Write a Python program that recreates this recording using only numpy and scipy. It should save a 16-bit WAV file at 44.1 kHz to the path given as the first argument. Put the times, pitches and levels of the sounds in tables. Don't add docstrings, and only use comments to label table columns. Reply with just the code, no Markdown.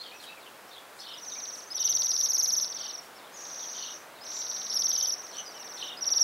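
import sys
import numpy as np
from scipy import signal
from scipy.fft import rfft, irfft
from scipy.io import wavfile
from scipy.ndimage import uniform_filter1d

SR = 44100
rng = np.random.default_rng(int(sys.argv[2]) if len(sys.argv) > 2 else 0)


def dump_mix(stems):
    frames = np.atleast_2d(stems).T
    limited = np.clip(frames, -1, 1)
    pcm = np.round(limited * 32767).astype(np.int16)
    wavfile.write(sys.argv[1], SR, pcm)


def makeup_ratio(level_db):
    decades = np.asarray(level_db, float) / 20
    return 10 ** decades


N = 274743

# (first knee [s], last knee [s], notes [count], gap after a flat lead-in note [s],
#  gap before a clipped last note [s])
TRILL_TIMES = [(1.1975, 1.605, 9, 0, .038), (1.778, 2.2575, 11, .047, 0), (2.1785, 2.6445, 11, .048, 0),
               (2.5825, 2.959, 9, 0, .0385), (3.405, 3.9215, 12, .05, .039), (3.3727, 3.9783, 14, 0, 0),
               (4.266, 4.7615, 11, .0305, 0), (4.2865, 4.677, 9, 0, 0), (4.7725, 5.1045, 8, .0475, .0355),
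               (5.169, 5.3645, 5, 0, 0), (5.5285, 5.8685, 8, 0, .0265), (6.0425, 6.2275, 5, .0475, 0),
               (1.27, 1.748, 11, 0, 0)]
# (top [Hz], knee [Hz], first note lower by [Hz], last note lower by [Hz], lead-in [Hz])
TRILL_PITCHES = [(6390, 5610, 290, 300, 0), (6400, 5610, 320, 70, 5160), (6500, 5510, 480, 230, 5150),
                 (6340, 5570, 140, 200, 0), (6360, 5610, 30, 60, 5270), (6560, 5810, -290, 0, 0),
                 (6340, 5580, 0, 0, 5170), (6350, 5610, 340, 40, 0), (6310, 5540, 380, 180, 5600),
                 (6520, 5620, 370, 290, 0), (6240, 5520, 190, 0, 0), (6110, 5540, 120, 0, 5100),
                 (6500, 5810, 0, 0, 0)]
# (first note [dB], peak [dB], place of the peak [0-1], last note [dB])
TRILL_EFFORTS = [(-49, -38.5, .55, -48), (-35.5, -26.5, .4, -29.5), (-37, -25, .6, -28),
                 (-37.5, -37.5, .6, -42), (-49, -43.5, .5, -46), (-51, -44, .6, -54), (-47, -37, .55, -38),
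                 (-43, -41, .2, -45), (-28, -26.5, .6, -29.5), (-46, -43.5, .35, -46.5),
                 (-47.5, -42, .8, -45), (-37.5, -23, .9, -23), (-53, -52, .3, -59)]
# (octave partial [dB], echo from trees [dB], foot of the drop [dB])
TRILL_VOICES = [(-33, -9, -3), (-23, -10, -5), (-20, -10, -18), (-29, -10, -6), (-27, -3, 1), (-27, 2, -16),
                (-27, -4, 0), (-28, -2, -8), (-25, -10, -15), (-29, -7, -8), (-26, -7, -7), (-26, -9, -9),
                (-30, 3, -16)]
# (time [s], length [s], start [Hz], end [Hz], level [dB])
SPARROW_PEEPS = [(0.0, .023, 4070, 4330, -42.5), (0.033, 0.042, 3590, 3200, -50.5),
                 (0.115, 0.066, 2450, 2610, -54), (.195, 0.036, 4270, 4080, -55),
                 (.227, 0.029, 3900, 2920, -52), (0.257, 0.057, 3990, 3790, -51.5),
                 (0.284, 0.052, 2530, 2700, -49.5), (0.361, 0.037, 2690, 2260, -57),
                 (.398, .053, 5030, 3330, -60), (0.461, .028, 3240, 2690, -55),
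                 (0.729, 0.032, 4600, 3530, -51), (0.763, 0.031, 3376, 3320, -49.5),
                 (0.985, 0.049, 4180, 4580, -52), (1.298, 0.037, 4600, 3530, -48.5),
                 (1.354, .038, 2160, 2480, -56), (1.771, 0.031, 3750, 3710, -44),
                 (3.174, 0.034, 5590, 3450, -57), (3.238, .035, 3330, 4000, -60),
                 (3.268, .017, 3980, 2880, -59), (3.604, 0.06, 3790, 3150, -58),
                 (4.15, 0.045, 4200, 3700, -60), (5.313, 0.039, 4490, 3800, -54),
                 (5.372, 0.043, 3120, 2950, -45.5), (5.541, 0.082, 3100, 2850, -55.5)]
# (time [s], length [s], start [Hz], end [Hz], level [dB])
THIN_SEEPS = [(0.03, 0.031, 4670, 4650, -57), (0.143, .052, 5850, 5680, -60.5),
              (0.676, 0.032, 4900, 5960, -61), (0.987, 0.046, 5150, 5400, -52),
              (0.995, .053, 5950, 5880, -57), (1.074, .025, 5000, 5700, -56),
              (1.132, 0.02, 5160, 5000, -53), (3.155, 0.021, 5600, 5480, -59),
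              (3.323, .051, 6350, 6680, -54.5), (3.407, .032, 6960, 6470, -54),
              (4.32, 0.087, 6460, 7300, -55), (4.38, 0.045, 7300, 6750, -57),
              (5.366, 0.045, 5990, 6100, -41), (5.4, 0.021, 5500, 5980, -49),
              (5.417, 0.086, 5640, 5940, -53), (5.453, 0.053, 5130, 4700, -49)]
# (last crest [s], crest [Hz], trough [Hz], level [dB])
CLOSING_WARBLES = [
    (1.169, 3950, 2950, -47.5),
    (1.905, 3850, 2945, -48),
    (2.899, 3950, 2925, -54),
    (3.91, 4150, 2865, -46.5),
    (5.06, 3800, 3050, -47.5),
    (5.93, 3750, 2850, -43),
]
# (time [s], length [s], start [Hz], end [Hz], swing [Hz], level [dB])
SPARROW_CHATTER = [
    (0, 0.14, 4260, 3620, 800, -53),
    (0.189, 0.14, 4450, 3556, 895, -58.5),
    (0.692, 0.061, 4380, 3870, 500, -59.5),
    (0.998, 0.15, 4365, 3330, 600, -49),
    (1.754, 0.11, 3860, 3320, 510, -51.5),
    (2.748, 0.17, 4440, 3487, 870, -49.5),
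    (3.741, .13, 4010, 3410, 794, -48),
    (4.88, .19, 4404, 3700, 790, -52),
    (5.316, 0.11, 4100, 3416, 730, -53.5),
    (5.767, 0.14, 3910, 3370, 510, -45),
]
# (time [s], length [s], centre [Hz], width [Hz], level [dB])
WING_RUSTLES = [
    (0.237, 0.062, 7160, 7000, -52.5),
    (0.998, 0.076, 8350, 3000, -58),
    (1.573, .09, 8400, 4000, -56),
    (3.046, .07, 6000, 9000, -57),
    (4.37, 0.102, 7100, 700, -53),
    (5.373, 0.083, 7350, 4000, -58),
    (5.797, 0.08, 7950, 5000, -58),
]
# (frequency [Hz], level per Hz [dB])
TRAFFIC_COLOUR = [
    (15, -53),
    (25, -34.5),
    (217, -11.5),
    (607, -4),
    (1440, -5.5),
    (3200, -9),
    (6200, -16),
    (15000, -19.5),
]
# (time [s], level [dB])
TRAFFIC_SWELL = [
    (0.0, -52),
    (5.46, -49.5),
    (6.23, -48),
]
# (time [s], half length [s], pitch [Hz], level [dB])
ENGINE_TONES = [
    (1.95, .1, 128, -61),
    (2.55, .16, 213, -63),
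    (4.8, .2, 213, -65),
]
# (low [Hz], high [Hz], how far below the trill [dB])
HIDDEN_BANDS = [
    (6720, 7580, 24),
    (7580, 8270, 41),
]


def waxwings():
    out = np.zeros(N)
    breath_s = .0115
    clipped_db = -25
    trills = zip(TRILL_TIMES, TRILL_PITCHES, TRILL_EFFORTS, TRILL_VOICES)
    for timing, pitch, effort, (octave_db, echo_db, foot_db) in trills:
        notes = phrase(timing, pitch, effort)
        knees = notes[0]
        gaps = np.diff(knees, prepend=knees[0] - .04)
        lengths = np.clip(gaps - breath_s, .026, .04)
        feet_db = foot_db + clipped_db * (knees > timing[1] + .01)
        start = knees[0] - .06
        bird = np.zeros(SR + SR // 2)
        for (knee, top_hz, knee_hz, db), length, fall_db in zip(notes.T, lengths, feet_db):
            syllable = note(length, top_hz, knee_hz, db, octave_db, fall_db)
            add(bird, syllable, knee - length - start)
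        twigs, trees = scatter(.04, .03), scatter(.3, .4)
        perched = bird + makeup_ratio(-5) * convolve(bird, twigs)
        perched *= makeup_ratio(0.19) * np.std(bird) / np.std(perched)
        add(out, perched + makeup_ratio(echo_db) * convolve(bird, trees), start)
    return out


def phrase(timing, pitch, effort):
    first, last, count, lead, close = timing
    top_hz, knee_hz, rise_hz, sag_hz, lead_hz = pitch
    first_db, peak_db, place, last_db = effort
    jitter_s, settle_notes, knee_share = .0007, 1.1, .3
    lead_db, lead_rise = -3, .03
    knees = np.linspace(first, last, count) + jitter_s * rng.standard_normal(20)[:count]
    if close:
        knees = np.append(knees, last + close)
    k = np.arange(len(knees))
    lower = rise_hz * np.exp(-k / settle_notes) + sag_hz * (k / k[-1]) ** 2
    rows = np.array([knees, top_hz - lower, knee_hz - knee_share * lower])
    if lead:
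        lead_note = (first - lead, lead_hz * (1 - lead_rise), lead_hz)
        rows = np.insert(rows, 0, lead_note, axis=1)
    place = np.clip(place, .05, .95)
    u = np.linspace(0, 1, rows.shape[1])
    leaning_in = (first_db - peak_db) * (1 - u / place) ** 2
    easing_off = (last_db - peak_db) * ((u - place) / (1 - place)) ** 2
    db = peak_db + np.where(u < place, leaning_in, easing_off)
    if lead:
        db[0] += lead_db
    return np.vstack([rows, db])


def note(length, top_hz, knee_hz, db, octave_db, foot_db):
    rise, drop, fall_hz, bend = .007, .006, 2550, 1.7
    u = np.arange(int(.055 * SR)) / SR
    leap = top_hz * (1 - .26 * np.clip(1 - u / rise, 0, 1) ** 2.5)
    down = np.clip((u - rise) / (length - rise), 0, 1)
    slide = (top_hz - knee_hz) * (1 - (1 - down) ** bend)
    fall = fall_hz * np.clip((u - length) / drop, 0, 1)
    hz = leap - slide - fall
    phase = 2 * np.pi * np.cumsum(hz * (1 + .003 * wobble(len(u), 400))) / SR
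    shape_db = curve([(0, -30), (.0012, -7), (rise, -1.5), (.65 * length, 0), (length, -1),
                      (length + .85 * drop, foot_db), (length + drop, -40)], u)
    octave = makeup_ratio(octave_db + 3 * wobble(len(u), 500)) * np.sin(2 * phase)
    voice = np.sin(phase) + octave * np.clip(hz / 2000 - 1.45, 0, 1)
    voice *= 1 + .075 * wobble(len(u), 2200)
    level = makeup_ratio(db + shape_db + 1.8 * wobble(len(u), 250))
    return np.sqrt(2) * level * voice * (u < length + drop)


def sparrows():
    arcs, chatter = np.zeros(N), np.zeros(N)
    for s, length, start_hz, end_hz, db in SPARROW_PEEPS + THIN_SEEPS:
        u = np.linspace(1, 0, int(length * SR))
        hz = end_hz + (start_hz - end_hz) * u ** 1.4
        add(arcs, whistle(hz, db, rough_db=4.5, waver=0.016), s)

    turn_s, before_s, after_s = .042, .078, .026
    for crest, crest_hz, trough_hz, db in CLOSING_WARBLES:
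        u = np.arange(-before_s, after_s, 1 / SR)
        hz = crest_hz - (crest_hz - trough_hz) * np.abs(np.sin(np.pi * u / turn_s)) ** 1.2
        add(arcs, whistle(hz, db, rough_db=1.0, waver=0.015), crest - before_s)
        undertone_hz = np.full(int(0.043 * SR), 3030.0)
        add(arcs, whistle(undertone_hz, db - 3.5, rough_db=-1.0, waver=0.01), crest - .11)

    for s, length, start_hz, end_hz, swing_hz, db in SPARROW_CHATTER:
        u = np.linspace(0, 1, int(length * SR))
        turns = np.cumsum(90 - 50 * u) / SR
        warble = np.sin(2 * np.pi * turns + 1.5 * wobble(9000, 50)[:len(u)])
        hz = start_hz + (end_hz - start_hz) * u ** 0.73 + swing_hz * warble
        add(chatter, whistle(hz, db, rough_db=6.0, waver=0.0242), s)
    echoes = convolve(makeup_ratio(-5.5) * arcs + .8 * chatter, scatter(.22, .3))
    return arcs + .85 * chatter + echoes


def whistle(hz, db, rough_db, waver):
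    noise_db = rough_db * wobble(9000, 680)
    drift = waver * wobble(9000, 239)
    u = np.linspace(0, 1, len(hz))
    phase = 2 * np.pi * np.cumsum(hz * (1 + drift[:len(u)])) / SR
    swell = np.sin(np.pi * u) ** .4
    return np.sqrt(2) * makeup_ratio(db + noise_db[:len(u)]) * swell * np.sin(phase)


def rustles(t, hz):
    out = np.zeros(N)
    for s, length, centre_hz, width_hz, db in WING_RUSTLES:
        stroke = np.exp(-((t - s) / length * 2) ** 2)
        hiss = shaped(np.exp(-((hz - centre_hz) / width_hz) ** 2))
        out += makeup_ratio(db) * stroke * hiss
    return out


def traffic(t, hz):
    point_hz, point_db = np.transpose(TRAFFIC_COLOUR)
    colour = makeup_ratio(np.interp(np.log(hz + 1), np.log(point_hz), point_db))
    low = 1 / (1 + (hz / 2300) ** 4)
    low_colour, high_colour = colour * low, colour * (1 - low)
    share = np.sqrt(np.sum(high_colour ** 2) / np.sum(low_colour ** 2))
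    wash = makeup_ratio(curve(TRAFFIC_SWELL, t) + 0.57) * shaped(low_colour)
    air = makeup_ratio(-55.0) * share * shaped(high_colour)
    return wash + air


def drone(t):
    out = np.zeros(N)
    for s, half, hz, db in ENGINE_TONES:
        out += makeup_ratio(db) * np.exp(-((t - s) / half) ** 2) * np.sin(2 * np.pi * hz * t)
    return out


def curve(points, u):
    return np.interp(u, *np.transpose(points))


def scatter(t60, length):
    u = np.arange(int(length * SR)) / SR
    h = rng.standard_normal(len(u)) * makeup_ratio(-60 * u / t60)
    return h / np.sqrt(np.sum(h ** 2))


def convolve(x, h):
    return signal.fftconvolve(x, h)[:len(x)]


def wobble(size, rate):
    k = max(int(SR / rate), 2)
    w = uniform_filter1d(uniform_filter1d(rng.standard_normal(size), k), k)
    return w * np.sqrt(1.452 * k)


def shaped(gain):
    x = irfft(rfft(rng.standard_normal(N)) * gain, N)
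    return x / np.std(x)


def add(track, x, s):
    i = int(s * SR)
    x = x[:max(len(track) - i, 0)]
    track[i:i + len(x)] += x


def scene():
    t, hz = np.arange(N) / SR, np.fft.rfftfreq(N, 1 / SR)
    birds = waxwings() + sparrows()
    walls = makeup_ratio(-22) * convolve(birds, scatter(.6, .7))
    mid = birds + walls + rustles(t, hz) + traffic(t, hz) + drone(t)
    spread_birds = makeup_ratio(-1.5) * convolve(birds, scatter(.08, .1))
    side = makeup_ratio(-20.3) * (spread_birds + traffic(t, hz))
    return np.array([mid + side, mid - side])


def top_cut(x):
    return signal.sosfilt(signal.butter(12, 16350, fs=SR, output="sos"), x)


def record(dry):
    hz, _, frames = signal.stft(dry, SR, nperseg=2048)
    power = np.abs(frames.sum(axis=0)) ** 2
    trill = power[(hz > 4700) & (hz < 6890)].sum(axis=0)
    for low_hz, high_hz, margin_db in HIDDEN_BANDS:
        band = (hz >= low_hz) & (hz < high_hz)
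        heard = power[band].sum(axis=0) * makeup_ratio(2 * margin_db) > trill
        frames[:, band] *= heard
    frames[:, hz > 15800] = 0
    mix = signal.istft(frames, SR, nperseg=2048)[1][:, :N]
    return top_cut(mix)


dry = scene()
out = record(dry)
dump_mix(out)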